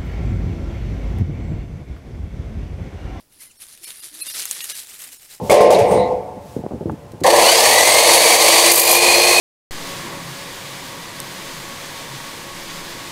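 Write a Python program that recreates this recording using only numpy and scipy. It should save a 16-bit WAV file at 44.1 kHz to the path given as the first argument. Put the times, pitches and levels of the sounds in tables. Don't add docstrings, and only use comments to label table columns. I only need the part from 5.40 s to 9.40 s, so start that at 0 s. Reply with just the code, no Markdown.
import sys
import numpy as np
from scipy import signal
from scipy.fft import rfft, irfft
from scipy.io import wavfile
from scipy.ndimage import uniform_filter1d, minimum_filter1d

SR = 44100
rng = np.random.default_rng(int(sys.argv[2]) if len(sys.argv) > 2 else 0)


def generate_wav(sig):
    pcm = np.round(np.clip(np.atleast_2d(sig).T, -1, 1) * 32767).astype(np.int16)
    wavfile.write(sys.argv[1], SR, pcm)


N = 176400
TIME = np.arange(N) / SR

# (frequency [Hz], level [dB])
AIR_SPECTRUM = [(40, -11), (100, -2), (200, -5.5), (450, -18), (950, -20), (1400, -25), (4000, -34),
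                (10000, -38.5), (15500, -45)]
# (time [s], length [s], level [dB])
SCUFFS = [(0.004, 0.15, -38), (0.416, 0.15, -41), (0.993, 0.24, -48), (1.515, 0.0064, -47),
          (1.716, .009, -44), (1.802, .012, -41)]
# (time [s], length [s], level [dB], upper edge [Hz])
BUMPS = [(0.015, 0.093, -26, 248), (0.4, 0.028, -18, 130), (0.531, 0.21, -27.5, 260),
         (0.964, 0.031, -31, 350), (1.162, .025, -20, 480), (1.187, 0.036, -26, 483),
         (1.235, 0.035, -26.5, 650), (1.261, 0.0064, -21, 705), (1.307, 0.034, -27.5, 700),
         (1.332, 0.057, -25, 486), (1.406, 0.039, -24.5, 550), (1.454, 0.074, -21.5, 436),
         (1.494, .013, -23.5, 1070), (1.509, 0.051, -24, 380), (1.732, 0.033, -31.5, 420),
         (1.812, 0.031, -22, 463)]
# (time [s], length [s], pitch [Hz], level [dB])
SQUEAKS = [(0.095, 0.022, 2233, -14), (0.341, 0.021, 3960, -19), (0.456, 0.18, 8760, -37),
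           (0.494, 0.22, 2050, -34), (0.544, 0.15, 3920, -36)]
# (time [s], ring level [dB], clash level [dB])
BOUNCES = [(.097, -5, -1.5), (.112, -9.5, 1.5), (.14, -4, -2), (.2065, -4, -5), (.3043, -7.5, -4),
           (.325, -22, -7), (.3871, -18, -9.5), (.5113, -10, -12), (.5766, -13.5, -33)]
# (frequency [Hz], level [dB], t60 [s])
TUBE_MODES = [(200.5, -12, 0.62), (403, -37, 1), (454.6, -3, 0.96), (503, -1.5, 0.87), (507.7, -9.5, 1),
              (572, 1.5, 0.6), (638.5, -8.5, 0.57), (703, -4.5, 0.9), (738, -4.5, 0.62), (868, -13.5, 1.0),
              (905, -13, 1), (1050, -8, 0.4), (1127, -15.5, 0.44)]
# (frequency [Hz], level [dB], t60 [s])
CLASH_SPECTRUM = [(100, -49, 0.44), (313, -3.5, 1), (550, 14.5, 1), (915, -5.5, 1), (1400, -20.5, 0.46),
                  (2100, -10.5, 0.95), (3020, -14, 0.46), (4200, -17, 0.55), (7360, -17, 0.25),
                  (9200, -16, 0.25), (14400, -25.5, 0.13)]
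# (time [s], level [dB])
SLIDE_LEVEL = [(.0, -20), (.09, -27.5), (.105, -16), (.24, -22), (.28, -16), (.36, -12), (.44, -16),
               (.55, -9), (.62, -16), (.72, -17.5), (.8, -26), (1.1, -40.5)]
# (frequency [Hz], level [dB])
SCRAPE_SPECTRUM = [(35, -53), (60, -13), (372, -5), (438, -1), (564, -16), (875, 8), (1270, -29),
                   (2260, -26), (3270, -29), (4020, -31), (7680, -37.5), (9020, -38), (15000, -51)]
# (frequency [Hz], level [dB])
RATTLE_LEVEL = [(1.84, -35), (1.847, -10), (1.93, -9.5), (2.12, -13), (2.4, -14), (3.0, -13), (3.28, -15),
                (3.36, -20.5), (3.5, -16.5), (4, -17.5)]
RATTLE_SPECTRUM = [(59, -53), (100, -65), (166, -54), (238, -14), (312, -25), (339, 1), (382, -10.5),
                   (456, 2.5), (558, 3.5), (643, 4), (1070, -1.5), (1340, -35.5), (1700, -10.5),
                   (2210, -13), (3740, -120)]
# (frequency [Hz], level [dB])
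HISS_LEVEL = [(1.834, -65), (1.837, -17.5), (1.852, -24), (1.868, -17), (1.95, -14.5), (2.1, -9),
              (2.4, -10), (3.28, -6.5), (3.36, -13), (3.6, -11), (4, -12)]
HISS_SPECTRUM = [(1150, -3), (1350, -14.5), (1640, -12), (2070, -1.5), (2980, -4.5), (3580, -4),
                 (4500, -1.5), (5200, -7), (6310, -2.5), (7570, -5), (8510, -2.5), (9470, -4),
                 (10400, -4.5), (12700, -9.5), (15700, -14.5)]
# (time [s], level [dB])
SNATCHES = [(1.863, -17.5), (1.901, -16), (1.96, -15)]
# (frequency [Hz], width [Hz], gain [dB])
HOUSING_RESONANCES = [(2050, 250, 1), (2460, 120, 1.5), (4500, 300, 3.5), (6380, 150, 2), (8420, 250, 3.5),
                      (10330, 200, 2.5), (12650, 200, 2.5)]
# (time [s], length [s], level [dB])
GRAZES = [(3.311, 0.14, -10.5), (3.392, 0.16, -14.5), (3.505, 0.097, -12)]
# (frequency [Hz], level [dB])
GRIND_SPECTRUM = [(3000, -22), (7500, -2.5), (9500, -1.5), (12000, 0.5), (14200, -2), (15700, -13)]
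# (multiple of rotor speed, level [dB], roughness [0-1])
MOTOR_ORDERS = [(1, -43, .15), (3, -32, .4), (7, -29.5, .85), (12, -32, .05), (14, -32, .65), (21, -36, .7),
                (28, -36, .6), (32, -41, .35)]
# (multiple of rotor speed, centre [Hz], width [Hz], gain [dB])
TONE_SWELLS = [(1, 355, 50, 17), (7, 2030, 380, 11), (7, 2480, 90, 10), (12, 4240, 110, 12),
               (14, 2900, 480, 15), (14, 4350, 220, 10), (14, 4700, 200, 9), (21, 4600, 1000, 20),
               (28, 8330, 420, 17), (32, 10170, 480, 19.5)]


def from_db(db):
    return 10 ** (np.asarray(db) / 20)


def rms_one(x):
    return x / np.sqrt(np.mean(x ** 2) + 1e-20)


def level(rows):
    return from_db(np.interp(TIME, *np.transpose(rows), left=-np.inf))


def at_hz(points, hz):
    frequencies, values = np.transpose(points)
    return np.interp(np.log(hz), np.log(frequencies), values)


def coloured(x, points):
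    hz = np.maximum(np.arange(N // 2 + 1) * SR / N, 1)
    skirts = np.minimum(hz / points[0][0], 1) ** 4 * np.minimum(points[-1][0] / hz, 1) ** 6
    return rms_one(irfft(rfft(x) * from_db(at_hz(points, hz)) * skirts, N))


def band(x, low_hz, high_hz, order):
    return signal.sosfilt(signal.butter(order, [low_hz, high_hz], "band", fs=SR, output="sos"), x)


def highpass(x, hz, order):
    return signal.sosfilt(signal.butter(order, hz, "high", fs=SR, output="sos"), x)


def noise():
    return rng.standard_normal(N)


def drift(hz):
    r = np.exp(-2 * np.pi * hz / SR)
    return rms_one(signal.lfilter([1], [1, -2 * r, r * r], rng.standard_normal(N + SR))[SR:])


def resonance(x, hz, width_hz):
    r = np.exp(-np.pi * width_hz / SR)
    feedback = [1, -2 * r * np.cos(2 * np.pi * hz / SR), r * r]
    return signal.lfilter(np.array([1, 0, -1]) * (1 - r * r) / 2, feedback, x)


def ring(x, hz, t60):
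    r, w = from_db(-60 / (t60 * SR)), 2 * np.pi * hz / SR
    return signal.lfilter([0, np.sin(w)], [1, -2 * r * np.cos(w), r * r], x + 1e-18)


def burst(start, length, attack):
    age = TIME - start
    return np.clip(age / attack, 0, 1) * np.cos(np.pi / 2 * np.clip(age / length, 0, 1))


def grains(clicks_per_s=1500, click_share=0.28):
    sizes = from_db(-0.5 * np.minimum(rng.exponential(1, N), 4)) * rng.choice([-1, 1], N)
    clicks = rms_one(sizes * (rng.random(N) < clicks_per_s / SR))
    return np.sqrt(click_share) * clicks + np.sqrt(1 - click_share) * noise()


def outdoor_air():
    return from_db(-41.5) * coloured(noise(), AIR_SPECTRUM)


def scuffs():
    brushing = sum(from_db(db) * burst(s, length, attack=length) for s, length, db in SCUFFS)
    return 2 * brushing * rms_one(band(noise(), 1600, 11400, order=1))


def bumps(low_hz=77, attack_s=0.00293, knock=19.2):
    out = np.zeros(N)
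    for s, length, db, high_hz in BUMPS:
        push = noise() * (burst(s, length, attack_s) + 1e-12)
        push[int((s + attack_s) * SR)] += knock
        out += from_db(db) * np.sqrt(SR / 2 / high_hz) * band(push, low_hz, high_hz, order=4)
    return out


def squeaks(relative_width=.075):
    out = np.zeros(N)
    for s, length, hz, db in SQUEAKS:
        width_hz = hz * relative_width
        squeal = resonance(resonance(noise(), hz, width_hz), hz, 2 * width_hz)
        out += from_db(db) * burst(s, length, attack=length / 3) * rms_one(squeal)
    return out


def tube_ring_and_slide(strike_db=-10.5, spread_db=4.5):
    times, ring_db, _ = np.transpose(BOUNCES)
    struck, rubbed, friction = np.zeros(N), np.zeros(N), grains()
    for hz, db, t60 in TUBE_MODES:
        blows = np.zeros(N)
        uneven_db = rng.normal(0, spread_db, len(times))
        blows[(times * SR).astype(int)] = from_db(strike_db + db + ring_db + uneven_db)
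        struck += ring(blows, hz, t60)
        rubbed += from_db(db) * ring(friction, hz, t60)
    sliding = from_db(-4) * rms_one(rubbed) + from_db(-8.5) * coloured(friction, SCRAPE_SPECTRUM)
    return struck + level(SLIDE_LEVEL) * sliding


def tube_clash(strike_db=-0.5):
    times, _, clash_db = np.transpose(BOUNCES)
    spectrum = np.array(CLASH_SPECTRUM)
    levels, ring_times = spectrum[:, [0, 1]], spectrum[:, [0, 2]]
    blows, out = np.zeros(N), np.zeros(N)
    blows[(times * SR).astype(int)] = from_db(strike_db + clash_db) ** 2
    edges_hz = np.geomspace(75, 16000, 26)
    for low, high in zip(edges_hz, edges_hz[1:]):
        hz = np.sqrt(low * high)
        energy_kept = from_db(-60 / (at_hz(ring_times, hz) * SR)) ** 2
        energy = signal.lfilter([1], [1, -energy_kept], blows)
        out += from_db(at_hz(levels, hz)) * band(noise() * np.sqrt(energy + 1e-18), low, high, order=3)
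    return out


def reflections(x, count=8, longest_s=.012, gain=0.11):
    lags = (rng.uniform(.1, 1, count) * longest_s * SR).astype(int)
    return x + gain * sum((-1) ** k * np.roll(x, lag) for k, lag in enumerate(lags))


def housing(x):
    for hz, width_hz, db in HOUSING_RESONANCES:
        x = x + (from_db(db) - 1) * resonance(x, hz, width_hz)
    return x


def frame_rattle(throb, ring_time_kept=0.97):
    shaking = grains() * throb
    tube = sum(from_db(db) * ring(shaking, hz, t60 * ring_time_kept) for hz, db, t60 in TUBE_MODES[1:])
    frame = coloured(grains() * throb, RATTLE_SPECTRUM)
    return level(RATTLE_LEVEL) * rms_one(frame + from_db(-10.5) * rms_one(tube))


def brush_hiss(rotor_hz, throb):
    hiss = rms_one(reflections(housing(coloured(grains() * throb, HISS_SPECTRUM))))
    treble_db = np.interp(rotor_hz, [0, rotor_hz[-1]], [-8.75, -5.25])
    hiss += (from_db(treble_db) - 1) * highpass(hiss, hz=5460, order=1)
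    snatches = sum(from_db(db) * burst(s, length=0.018, attack=0.0015) for s, db in SNATCHES)
    return (level(HISS_LEVEL) + snatches) * hiss


def wheel_graze(wheel_wobble, wobble_db=3.5, grit_db=2.5):
    contact = sum(from_db(db) * burst(s, length, attack=.008) for s, length, db in GRAZES)
    scratches = grains() * from_db(wobble_db * wheel_wobble + grit_db * drift(hz=120))
    return contact * rms_one(reflections(coloured(scratches, GRIND_SPECTRUM)))


def motor_tones(rotor_hz, turns, wheel_wobble, rough_hz=40):
    out = np.zeros(N)
    for order, db, roughness in MOTOR_ORDERS:
        swell = 1 + sum((from_db(lift_db) - 1) * 2.0 ** -((2 * (order * rotor_hz - hz) / width) ** 2)
                        for multiple, hz, width, lift_db in TONE_SWELLS if multiple == order)
        jitter = drift(rough_hz) + 1j * drift(rough_hz)
        shake = np.sqrt(1 - roughness) + np.sqrt(roughness / 2) * jitter
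        tone = np.sqrt(2) * np.real(shake * np.exp(2j * np.pi * order * turns))
        flutter_db = 4.5 * roughness * wheel_wobble
        out += from_db(db + flutter_db) * swell * tone
    return out * np.sqrt(rotor_hz / rotor_hz[-1])


def chop_saw(start_s=1.836, top_hz=393.5, half_speed_s=.218, wheel_per_rotor_turn=0.15):
    running_s = np.maximum(TIME - start_s, 0)
    rotor_hz = top_hz * running_s / (running_s + half_speed_s)
    turns = np.cumsum(rotor_hz) / SR
    wheel_wobble = np.sin(2 * np.pi * wheel_per_rotor_turn * turns)
    throb = from_db(1.12 * wheel_wobble + drift(hz=45))
    noises = frame_rattle(throb) + brush_hiss(rotor_hz, throb) + wheel_graze(wheel_wobble)
    return noises + motor_tones(rotor_hz, turns, wheel_wobble)


def scene():
    air = outdoor_air()
    tube = tube_ring_and_slide() + tube_clash() + squeaks()
    handling = bumps() + scuffs()
    return (air + tube + handling + chop_saw())[None]


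def record(dry, limit_db=1.08, release_db_per_s=60, ceiling=.97, hardness=6, top_cut_hz=15703):
    mic = highpass(dry, hz=48.3, order=4)
    over_db = np.maximum(20 * np.log10(np.abs(mic[0]) + 1e-9) - limit_db, 0)
    release_db = release_db_per_s * TIME
    reduction_db = np.maximum.accumulate(over_db + release_db) - release_db
    gain_db = uniform_filter1d(minimum_filter1d(-reduction_db, size=89), size=89)
    held = mic * from_db(gain_db)
    rounded = held / (1 + np.abs(held / ceiling) ** hardness) ** (1 / hardness)
    return signal.sosfilt(signal.ellip(12, .1, 90, top_cut_hz, fs=SR, output="sos"), rounded)


dry = scene()
out = record(dry)
generate_wav(out)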